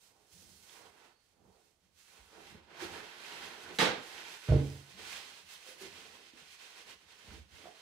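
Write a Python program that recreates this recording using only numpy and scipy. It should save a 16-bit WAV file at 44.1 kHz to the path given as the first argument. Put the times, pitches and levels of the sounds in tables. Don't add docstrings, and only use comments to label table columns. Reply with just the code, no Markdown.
import sys
import numpy as np
from scipy import signal
from scipy.fft import rfft, irfft, next_fast_len
from scipy.io import wavfile
from scipy.ndimage import uniform_filter1d

SR = 44100
rng = np.random.default_rng(int(sys.argv[2]) if len(sys.argv) > 2 else 0)


def attenuation_scalar(level_db):
    decades = np.asarray(level_db, float) / 20
    return 10 ** decades


def bounce(signal):
    frames = np.transpose(np.atleast_2d(signal))
    limited = np.clip(frames, -1, 1)
    pcm = np.round(limited * 32767).astype(np.int16)
    wavfile.write(sys.argv[1], SR, pcm)


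N = 344421
FFT_SIZE = next_fast_len(N, True)
HZ, TIME = np.fft.rfftfreq(FFT_SIZE, 1 / SR), np.arange(N) / SR


def evened(x):
    return x / np.sqrt(np.mean(x ** 2) + 1e-20)


def read(points, hz):
    f, value = np.transpose(points)
    return np.interp(np.log(hz + 1), np.log(f + 1), value)


def filtered(x, gain):
    return irfft(rfft(x, FFT_SIZE) * gain, FFT_SIZE)[..., :N]


def coloured(x, points):
    hz = abs(np.fft.fftfreq(4096, 1 / SR))
    log_gain = np.log(attenuation_scalar(read(points, hz).clip(-100)))
    taps = np.fft.ifft(np.exp(signal.hilbert(log_gain).conj())).real
    return signal.oaconvolve(x, np.atleast_2d(taps[:2048]), axes=1)[:, :x.shape[1]]


def unit_colour(x, points):
    return coloured(x, points) / np.linalg.norm(coloured(signal.unit_impulse(2048)[None], points))


def placed(start_s, x):
    return np.pad(x, ((0, 0), (round(start_s * SR), N)))[:, :N]


def snaps(per_s, spread_db, hiss, count=N):
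    size_db = spread_db * np.minimum(rng.exponential(1, count), 4)
    size = attenuation_scalar(size_db) * rng.choice([-1, 1], count)
    clicks = size * (rng.random(count) < per_s / SR)
    return evened(clicks) + hiss * rng.standard_normal(count)


def swells(rows, t):
    slope_db, rounded = 10, 1.75
    s, db, rise, fall = np.transpose(rows)[:4, :, None]
    away = np.maximum((s - t) / rise, (t - s) / fall)
    return attenuation_scalar(2 * (db - slope_db * away ** rounded).clip(-200))


def swell(rows):
    coarse = TIME[::64]
    return np.interp(TIME, coarse, np.sqrt(swells(rows, coarse).sum(0)))


# f/Hz, likeness [0..1]
LIKENESS = [(60, 0.66), (180, 0.78), (550, 0.44), (1650, 0.099), (4970, 0.082), (15000, 0.012)]


def paired(z, hz):
    same = np.clip(read(LIKENESS, hz), -1, 1)
    return np.array([z[0], same * z[0] + np.sqrt(1 - same ** 2) * z[1]])


def at_ports(a, b):
    spectra = rfft(np.array([a, b]), FFT_SIZE)
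    return irfft(paired(spectra, HZ), FFT_SIZE)[:, :N]


# f/Hz, t60/s
WALLS_T60 = [(60, 0.23), (250, 0.31), (1000, 0.35), (4000, 0.35), (12000, 0.16)]


def room(x, wet_db, faster=1.0):
    taps = np.zeros((2, SR // 2 + 170))
    slots = np.arange(130, SR // 2, 20)
    at = slots + rng.integers(0, 20, (2, len(slots)))
    np.put_along_axis(taps, at, rng.choice([-1., 1.], at.shape), 1)
    hz, t, z = signal.stft(taps, SR, nperseg=512)
    decay = attenuation_scalar(-60 * faster * t / read(WALLS_T60, hz)[:, None])
    tail = signal.istft(paired(z, hz[:, None]) * decay, SR, nperseg=512)[1]
    tail *= attenuation_scalar(wet_db) / np.linalg.norm(tail, axis=1, keepdims=True)
    wet = signal.oaconvolve(x[None], tail, axes=1)[:, :len(x)]
    return (x + wet) / np.sqrt(1 + attenuation_scalar(2 * wet_db))


def scattered(power, faster=0.67):
    count = len(power)
    hz, t, z = signal.stft(rng.standard_normal((2, count)), SR, nperseg=256)
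    frames = np.interp(t - .006, TIME[:count], uniform_filter1d(power, size=128))
    keep = attenuation_scalar(-120 * faster * t[1] / read(WALLS_T60, hz))
    stored = np.array([signal.lfilter([1 - k], [1, -k], frames) for k in keep])
    return signal.istft(paired(z, hz[:, None]) * np.sqrt(abs(stored)), SR, nperseg=256)[1][:, :count]


# t/s, effort/dB, rise/s, fall/s, weight/dB
JACKET_GESTURES = [(0.04, -71.5, 0.33, 0.078, -27), (0.2, -83, 0.31, 0.13, 16.5),
                   (0.34, -73, 0.04, 0.4, -40), (0.45, -94, 0.18, 0.19, 31), (0.62, -74, 0.42, 0.25, -31),
                   (0.73, -65, 0.077, 0.13, -13), (0.859, -65.5, 0.17, 0.059, 11.5),
                   (1.03, -67, 0.14, 0.11, 9), (1.25, -80, 0.099, 0.17, -11), (1.47, -94.5, 0.13, 0.22, 33),
                   (1.55, -89, .08, 0.086, 26), (1.65, -79.5, 0.26, 0.14, -20),
                   (1.85, -81, 0.073, 0.11, -7), (2.0, -69.5, 0.051, 0.17, -17),
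                   (2.11, -66, 0.049, 0.19, -4), (2.17, -70.5, 0.063, 0.11, 9.5),
                   (2.38, -67.5, 0.16, 0.16, -5), (4.09, -61.5, 0.069, 0.095, -12),
                   (4.71, -61.5, 0.059, 0.24, 6), (5.55, -71, 0.16, 0.4, -11)]
ROLL_GESTURES = [(2.372, -67, 0.061, 0.13, 15.5), (2.49, -58.5, 0.083, 0.082, -7),
                 (2.57, -68, 0.051, 0.053, 13.5), (2.65, -70.5, 0.075, .05, 3),
                 (2.72, -63, 0.045, 0.082, 9), (2.775, -59.5, 0.042, 0.088, 4),
                 (2.836, -48, 0.045, 0.066, 2.5), (2.97, -51.5, 0.12, 0.075, 6.5),
                 (3.05, -54, 0.05, 0.058, 2.5), (3.13, -55.5, 0.096, 0.1, 0.5),
                 (3.27, -51.5, 0.1, 0.42, -4), (3.36, -56.5, 0.075, 0.51, 6), (3.455, -53, .08, 0.039, -3),
                 (3.52, -77, .04, 0.03, -12), (3.665, -61, 0.045, 0.1, -5), (3.72, -59.5, 0.1, 0.063, 13.5),
                 (3.76, -63, 0.028, 0.038, -40), (4.059, -60.5, 0.43, 0.16, -12),
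                 (4.19, -50.5, 0.14, 0.16, -1.5), (4.358, -53, 0.16, 0.045, -7.5),
                 (4.46, -53, 0.063, 0.31, -8), (4.5, -54, 0.021, 0.095, 15.5),
                 (4.59, -66, 0.058, 0.056, 16)]
SHEET_GESTURES = [(4.8, -66.5, 0.046, 0.055, -4), (4.92, -60, 0.057, 0.055, -15),
                  (5.0, -55.5, 0.022, 0.06, 9), (5.08, -51, 0.099, 0.038, -3),
                  (5.128, -47.5, 0.049, 0.037, -6), (5.17, -47.5, 0.035, 0.043, -3.5),
                  (5.215, -56.5, 0.033, 0.023, -4), (5.3, -54.5, 0.31, 0.087, -2),
                  (5.39, -57.5, 0.05, 0.056, -3), (5.53, -54, 0.069, 0.092, -9),
                  (5.69, -55, 0.09, 0.096, -5.5), (5.83, -51.5, 0.032, 0.1, -24),
                  (5.87, -59, 0.11, 0.036, 13.5), (5.97, -56, 0.072, 0.19, 2), (6.14, -62, 0.03, 0.054, -7),
                  (6.18, -64, 0.23, 0.12, 12), (6.28, -59, 0.075, 0.066, -38),
                  (6.39, -59, 0.056, 0.089, 1.5), (6.54, -57.5, 0.13, 0.06, -17),
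                  (6.62, -55.5, 0.042, 0.19, -3), (6.79, -57, 0.061, 0.091, 2),
                  (6.895, -54.5, 0.033, 0.062, 4.5), (7.02, -66.5, 0.095, 0.07, 3),
                  (7.11, -60.5, 0.043, 0.12, -0.5), (7.2, -62.5, 0.033, 0.25, 0),
                  (7.341, -59, 0.1, 0.075, 9.5), (7.58, -59.5, 0.081, 0.098, 1.5),
                  (7.665, -62.5, 0.085, 0.067, 16), (7.78, -61, 0.12, .2, 3)]
SKID_GESTURES = [(2.83, -58.5, .03, 0.06, 0), (2.93, -64.5, .05, 0.11, 0), (3.625, -65, .03, 0.044, 0),
                 (4.33, -66, 0.042, .04, -10), (4.41, -67, 0.042, .04, 5), (5.13, -62, .04, .04, 4),
                 (5.535, -62, 0.041, 0.034, 5), (5.69, -64.5, 0.042, 0.052, 1),
                 (5.82, -62.5, 0.029, .04, 0), (6.53, -71, .04, .04, 0), (7.55, -77, .04, .05, 3)]
# body/dB, fold/dB, middle/dB, sheen/dB
REGION_LEVELS_DB = [(-9, -7.5, -0.3, -1), (-7.5, -4.5, -0.5, -8.5), (-14.5, -5.5, 0, -9.5),
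                    (-30, -20, -4, 5)]
# body [dB/dB], fold [dB/dB], middle [dB/dB], sheen [dB/dB]
REGION_DB_PER_WEIGHT_DB = [(1, 0.42, 0.02, -0.31), (1, 0.4, 0.085, -0.37), (1, 0.25, 0.0043, 0.11),
                           (1, 1, 1, 0)]


def grips(t):
    power = 0
    gestures = JACKET_GESTURES, ROLL_GESTURES, SHEET_GESTURES, SKID_GESTURES
    for rows, base_db, law in zip(gestures, REGION_LEVELS_DB, REGION_DB_PER_WEIGHT_DB):
        weight_db = np.transpose(rows)[-1]
        colour_db = np.array(base_db)[:, None] + np.outer(law, weight_db)
        power = power + attenuation_scalar(2 * colour_db) @ swells(rows, t)
    return np.sqrt(power)


# f/Hz, level/dB (per Hz)
CLOTH_TONE = [(120, -28), (200, -10.5), (334, -13.5), (439, -3.5), (557, -7.5), (803, 1.5), (1440, -3),
              (3590, -9.5), (9820, -19.5), (15800, -33)]
ROLL_TONE = [(120, -25.5), (200, -11.5), (305, -21), (353, -10), (401, -10), (644, -11), (863, -5.5),
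             (999, -7.5), (1120, -9.5), (1670, -6), (1830, -6.5), (3660, -8.5), (11400, -21), (15800, -36)]
SHEET_TONE = [(120, -20), (200, -9.5), (310, 0), (346, -9), (386, 0.5), (644, -7), (719, -5), (1390, -7.5),
              (1640, -4), (2940, -1.5), (9470, -1.5), (15800, -14.5)]
ROLL_TAKEN_S, ROLL_RELEASED_S = 2.3, 4.6


def gripped(x):
    hz, t, z = signal.stft(x, SR, nperseg=512)
    grip = grips(t)
    a, b, c = (1 / (1 + (hz / edge_hz) ** 4) for edge_hz in (650, 1600, 5000))
    split = np.array([a, b - a, c - b, 1 - c])
    taken, released = (np.clip((t - s) / 0.043, 0, 1) for s in (ROLL_TAKEN_S, ROLL_RELEASED_S))
    gain = 0
    for share, tone in ((1 - taken, CLOTH_TONE), (taken - released, ROLL_TONE), (released, SHEET_TONE)):
        regions = attenuation_scalar(read(tone, hz)) * split
        regions = regions / np.sqrt(np.mean(regions ** 2, 1, keepdims=True))
        gain = gain + share * (regions.T @ grip)
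    return signal.istft(z * gain, SR, nperseg=512)[1][:, :N]


def hands():
    clumps = attenuation_scalar(1.2 * evened(uniform_filter1d(rng.standard_normal(N), 300)))
    near = clumps * snaps(2500, 3.2, 0.82)
    heard = room(near, 10.4, faster=3.1) + attenuation_scalar(3.0) * scattered(near ** 2, faster=1.0)
    on_jacket = np.clip((ROLL_TAKEN_S - TIME) / 0.19, 0, 1)
    lean_db = np.outer([-1, 1], on_jacket)
    return attenuation_scalar(-2.0 + lean_db) * gripped(evened(heard))


# t/s, level/dB, rise/s, fall/s
WEIGHT_SHIFTS = [(.1, -80, .08, 0.14), (.35, -60, 0.027, .06), (.46, -61, 0.099, 0.17), (.85, -68, .2, 0.1),
                 (1.35, -83, .03, 0.15), (1.5, -62, 0.11, 0.022), (1.66, -78, 0.12, 0.036),
                 (1.85, -71, .02, .15), (1.98, -77, .1, 0.043), (2.2, -73, 0.15, .2),
                 (2.47, -65, 0.16, .05), (2.53, -55.5, 0.047, 0.13), (2.84, -50.5, 0.022, 0.16),
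                 (3.45, -62.5, 0.064, 0.043), (3.72, -58.5, 0.0835, .04), (4.14, -67.5, 0.018, 0.14),
                 (5.02, -57.5, 0.13, 0.13), (5.15, -63, 0.047, .07), (5.45, -72, 0.63, 0.17),
                 (5.7, -74, 0.027, 0.11), (5.86, -57.5, 0.037, 0.1), (6.0, -64.5, .08, 0.14),
                 (6.38, -65.5, 0.023, 0.14), (6.9, -65.5, 0.1, 0.08), (7.13, -71, 0.17, 0.099),
                 (7.28, -60, 0.024, 0.11), (7.36, -54.5, 0.094, 0.091), (7.54, -60, 0.036, 0.11)]
# f/Hz, level/dB (per Hz)
RUMBLE_TONE = [(15, -59), (25, -9), (70, 5.5), (87, 10), (113, -3), (193, 6.5), (306, -9.5), (352, -4),
               (400, -49), (520, -40), (880, -120)]


def shifting():
    lumps = at_ports(snaps(150, 4.4, 0.79), snaps(170, 0.87, 1.0))
    return attenuation_scalar(-6.5) * swell(WEIGHT_SHIFTS) * evened(coloured(lumps, RUMBLE_TONE))


def struck(rows, wet_db):
    out, t = np.zeros(N + SR), TIME[:SR // 2]
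    for s, db, hz, t60 in rows:
        mode = 1.14 * np.sin(2 * np.pi * hz * t)
        onset = 1 - np.exp(-4 * hz * t)
        out[round(s * SR):][:len(t)] += attenuation_scalar(db - 60 * t / t60) * mode * onset
    return room(out[:N], wet_db)


# t/s, peak/dB, f/Hz, t60/s
HOLLOW_KNOCKS = [(0.449, -57, 79, 0.13), (.42, -59, 253, .08), (1.45, -59, 190, 0.16),
                 (2.189, -49, 64.3, 0.069), (2.373, -68, 353, 0.069), (2.522, -48.5, 177, 0.11),
                 (2.548, -43, 206, 0.025), (2.822, -36.5, 354.5, 0.091), (4.992, -44.5, 445, 0.043),
                 (5.665, -54, 505, 0.056), (5.688, -47.5, 450, 0.043), (5.71, -50, 515, .04),
                 (5.813, -44, 390, 0.098), (5.834, -49, 365, .04), (5.858, -45.5, 410, .06),
                 (6.335, -49, 271, 0.04), (7.279, -40, 77, 0.068), (7.275, -53, 199, .05),
                 (7.31, -47.5, 194, 0.092), (7.335, -49, 282, 0.067), (7.325, -44, 73, 0.2),
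                 (7.385, -46.5, 76, 0.17), (7.51, -55.5, 80, 0.18)]


def knocks():
    return struck(HOLLOW_KNOCKS, -0.63)


# t/s, peak/dB, f/Hz, t60/s
SNAPPED_CREASES = [(0.6955, -44, 3460, 0.0075), (2.1776, -52, 3230, 0.008), (2.8044, -36, 1650, 0.014),
                   (2.9505, -35, 1630, 0.007), (3.2485, -37, 2440, 0.0095), (3.3225, -36, 2930, 0.0081),
                   (3.6625, -37.5, 1640, 0.0092), (4.18, -37, 3000, .008), (4.701, -42, 4936, 0.0043),
                   (5.1295, -30.5, 2460, 0.0064), (5.146, -47, 2260, 0.009), (5.1618, -36, 3420, 0.006),
                   (5.795, -47, 2950, 0.0073), (2.7158, -46, 1510, .008), (3.749, -43, 3000, .006),
                   (4.9976, -43, 2030, .008), (5.29, -48, 3000, .006), (5.6287, -46, 2590, .007),
                   (6.007, -39, 3020, 0.0046), (6.918, -42, 3000, .006), (7.3075, -44, 1500, .008),
                   (7.62, -45, 3220, .006)]


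def creases():
    return struck(SNAPPED_CREASES, -3)


# t/s, level/dB, rise/s, fall/s
NYLON_SLIDES = [
    (1.12, -81.5, .04, 0.23),
    (1.54, -83, .03, 0.072),
    (1.604, -88, .03, 0.048),
]


def whistle():
    centre_hz, width_hz = 4430, 110
    resonance = 1 / (1 + ((HZ - centre_hz) / width_hz) ** 2)
    narrow = filtered(rng.standard_normal((2, N)), resonance)
    return attenuation_scalar(0.5) * swell(NYLON_SLIDES) * evened(narrow)


def rub():
    start_s, end_s, low_hz, high_hz, level_db = 3, 7.66, 242, 458, -59
    count = SR // 2
    along = np.clip(TIME[:count] / (end_s - start_s), 0, 1)
    turn = np.exp(2j * np.pi * np.cumsum(low_hz + (high_hz - low_hz) * along) / SR)
    noise = [1, 1j] @ rng.standard_normal((2, count))
    slips = signal.lfilter(*signal.butter(2, 45, fs=SR), noise)
    pressure = np.sqrt(np.sin(np.pi * along ** 1.8).clip(0))
    return placed(start_s, room(attenuation_scalar(level_db) * evened((turn * slips).real) * pressure, 1.5))


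# t/s, force/dB, flap/dB (re force)
TEAR = [
    (3.7868, -60, -11),
    (3.7873, -20.5, -2),
    (3.792, -28.5, 7.5),
    (3.805, -27.5, -9),
    (3.818, -26.5, 3.5),
    (3.83, -39, 10),
    (3.85, -32.5, 3.5),
    (3.87, -42.5, 7),
    (3.9, -77, 7.5),
]
# f/Hz, level/dB (per Hz)
TEAR_TONE = [(29, 2), (50, -21.5), (155, -6.5), (397, -7), (470, -3.5), (597, -9.5), (779, -6.5),
             (1350, -5), (1600, -1), (1720, -4), (2040, -3), (3720, -8), (9000, -24), (13000, -32),
             (15800, -46)]


def rip():
    start_s, t = TEAR[0][0], TIME[:SR]
    clock = TIME[round(start_s * SR):][:SR]
    at_s, *levels_db = np.transpose(TEAR)
    force_db, flap_db = (np.interp(clock, at_s, db) for db in levels_db)
    near = attenuation_scalar(force_db) * (t < .11) * snaps(3500, 0.88, 0.9, count=SR)
    near[12] += attenuation_scalar(-11.0)
    heard = attenuation_scalar(-2.0) * room(near, 2.9) + attenuation_scalar(-4.0) * scattered(near ** 2)
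    dull = signal.lfilter(*signal.butter(2, 1100, fs=SR), heard)
    bite = signal.lfilter(*signal.butter(2, 4500, "highpass", fs=SR), heard)
    bite *= 0.13 * np.exp(-t / 0.0085)
    torn = heard + bite + (attenuation_scalar(flap_db) - 1) * dull
    return placed(start_s, unit_colour(torn, TEAR_TONE) * attenuation_scalar([[.4], [-.4]]))


# t/s, blow/dB, contact/s
ROLL_BLOWS = [
    (4.487, -30.4, .0019),
    (4.4953, -33.4, .0012),
    (4.501, -16, .009),
    (4.5117, -15, .009),
    (4.5213, -24.6, .0012),
    (4.5462, -23.2, .0089),
    (4.5821, -45.3, .0012),
]
# f/Hz, level/dB, t60/s
TOP_MODES = [(58.7, 1, .18), (85.7, -4.2, .47), (113.8, -4.7, .35), (139.4, 8.7, .48), (194.3, -18.3, .44),
             (290, -6, .25), (340, -7, .15), (460, -3, .24), (506, -4, .21), (610, 2, .19), (764, -16, .16)]
# f/Hz, level/dB, t60/s
FRAME_MODES = [(58.2, -13, .46), (66.4, -15.1, .43), (90, -13.4, .58), (117.8, -11.3, .55),
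               (211.7, -19.9, .7), (246, -14, .45), (362, -12, .3), (431, -10, .3), (560, -10, .3),
               (630, -4, .2)]
# f/Hz, level/dB (per Hz)
BOOM_TONE = [(130, -41.5), (220, 1), (296, 5.5), (387, -4.5), (434, 2), (561, -14), (608, -9.5), (687, -14),
             (1100, -19), (1430, -48), (2420, -120)]


def landing():
    start_s, t = ROLL_BLOWS[0][0], TIME[:SR]
    push = np.zeros(SR)
    for s, db, contact_s in ROLL_BLOWS:
        phase = np.clip((t + start_s - s) / contact_s, 0, 1)
        push -= attenuation_scalar(db) / contact_s / SR * np.sin(np.pi * phase)
    modes = TOP_MODES + FRAME_MODES
    ring = sum(attenuation_scalar(db - 60 * t / t60) * np.sin(2 * np.pi * hz * t) for hz, db, t60 in modes)
    table = signal.fftconvolve(push, ring)[:SR]
    early = table ** 2 * (t > .02) * (t < .1)
    return placed(start_s, room(table, -19) + attenuation_scalar(-15) * unit_colour(scattered(early), BOOM_TONE))


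# t/s, peak/dB, f/Hz, t60/s
CASING_TAPS = [
    (7.656, -37.5, 690, 0.017),
    (7.67, -40.5, 662, 0.031),
    (7.691, -54, 738, 0.025),
]


def taps():
    return struck(CASING_TAPS, -1.4)


def scene():
    handling = hands() + shifting() + knocks() + creases() + whistle() + rub()
    return handling + rip() + landing() + taps()


def top_cut(x):
    return signal.sosfilt(signal.butter(12, 16470, fs=SR, output="sos"), x)


# f/Hz, left minus right/dB
PORT_TILT = [(61, -2.4), (111, -2.4), (201, -3.1), (381, -5.2), (701, -6.9), (1291, -7.2), (2381, -6.4),
             (4401, -6.8), (8121, -6.1), (11001, -7.1), (15001, -16.5)]
# f/Hz, level/dB (per Hz)
HISS_TONE = [(18, -34), (30, -4), (77, -0.5), (264, -8.5), (318, -8.5), (459, -6.5), (2100, -27),
             (5540, -27), (15800, -42)]


def record(dry):
    hiss = attenuation_scalar(-80) * evened(coloured(at_ports(*rng.standard_normal((2, N))), HISS_TONE))
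    roll_off = signal.butter(6, 48, "highpass", fs=SR, output="sos")
    capsule = signal.sosfilt(roll_off, dry) + hiss
    tilt_db = read(PORT_TILT, HZ) / 2
    dip_hz, dip_width_hz, dip_db = 1003, 53, -4
    notch_db = dip_db / (1 + ((HZ - dip_hz) / dip_width_hz) ** 2)
    gain = (HZ < 15720) * attenuation_scalar(np.array([tilt_db, -tilt_db]) + notch_db)
    return top_cut(filtered(capsule, gain))


dry = scene()
out = record(dry)
bounce(out)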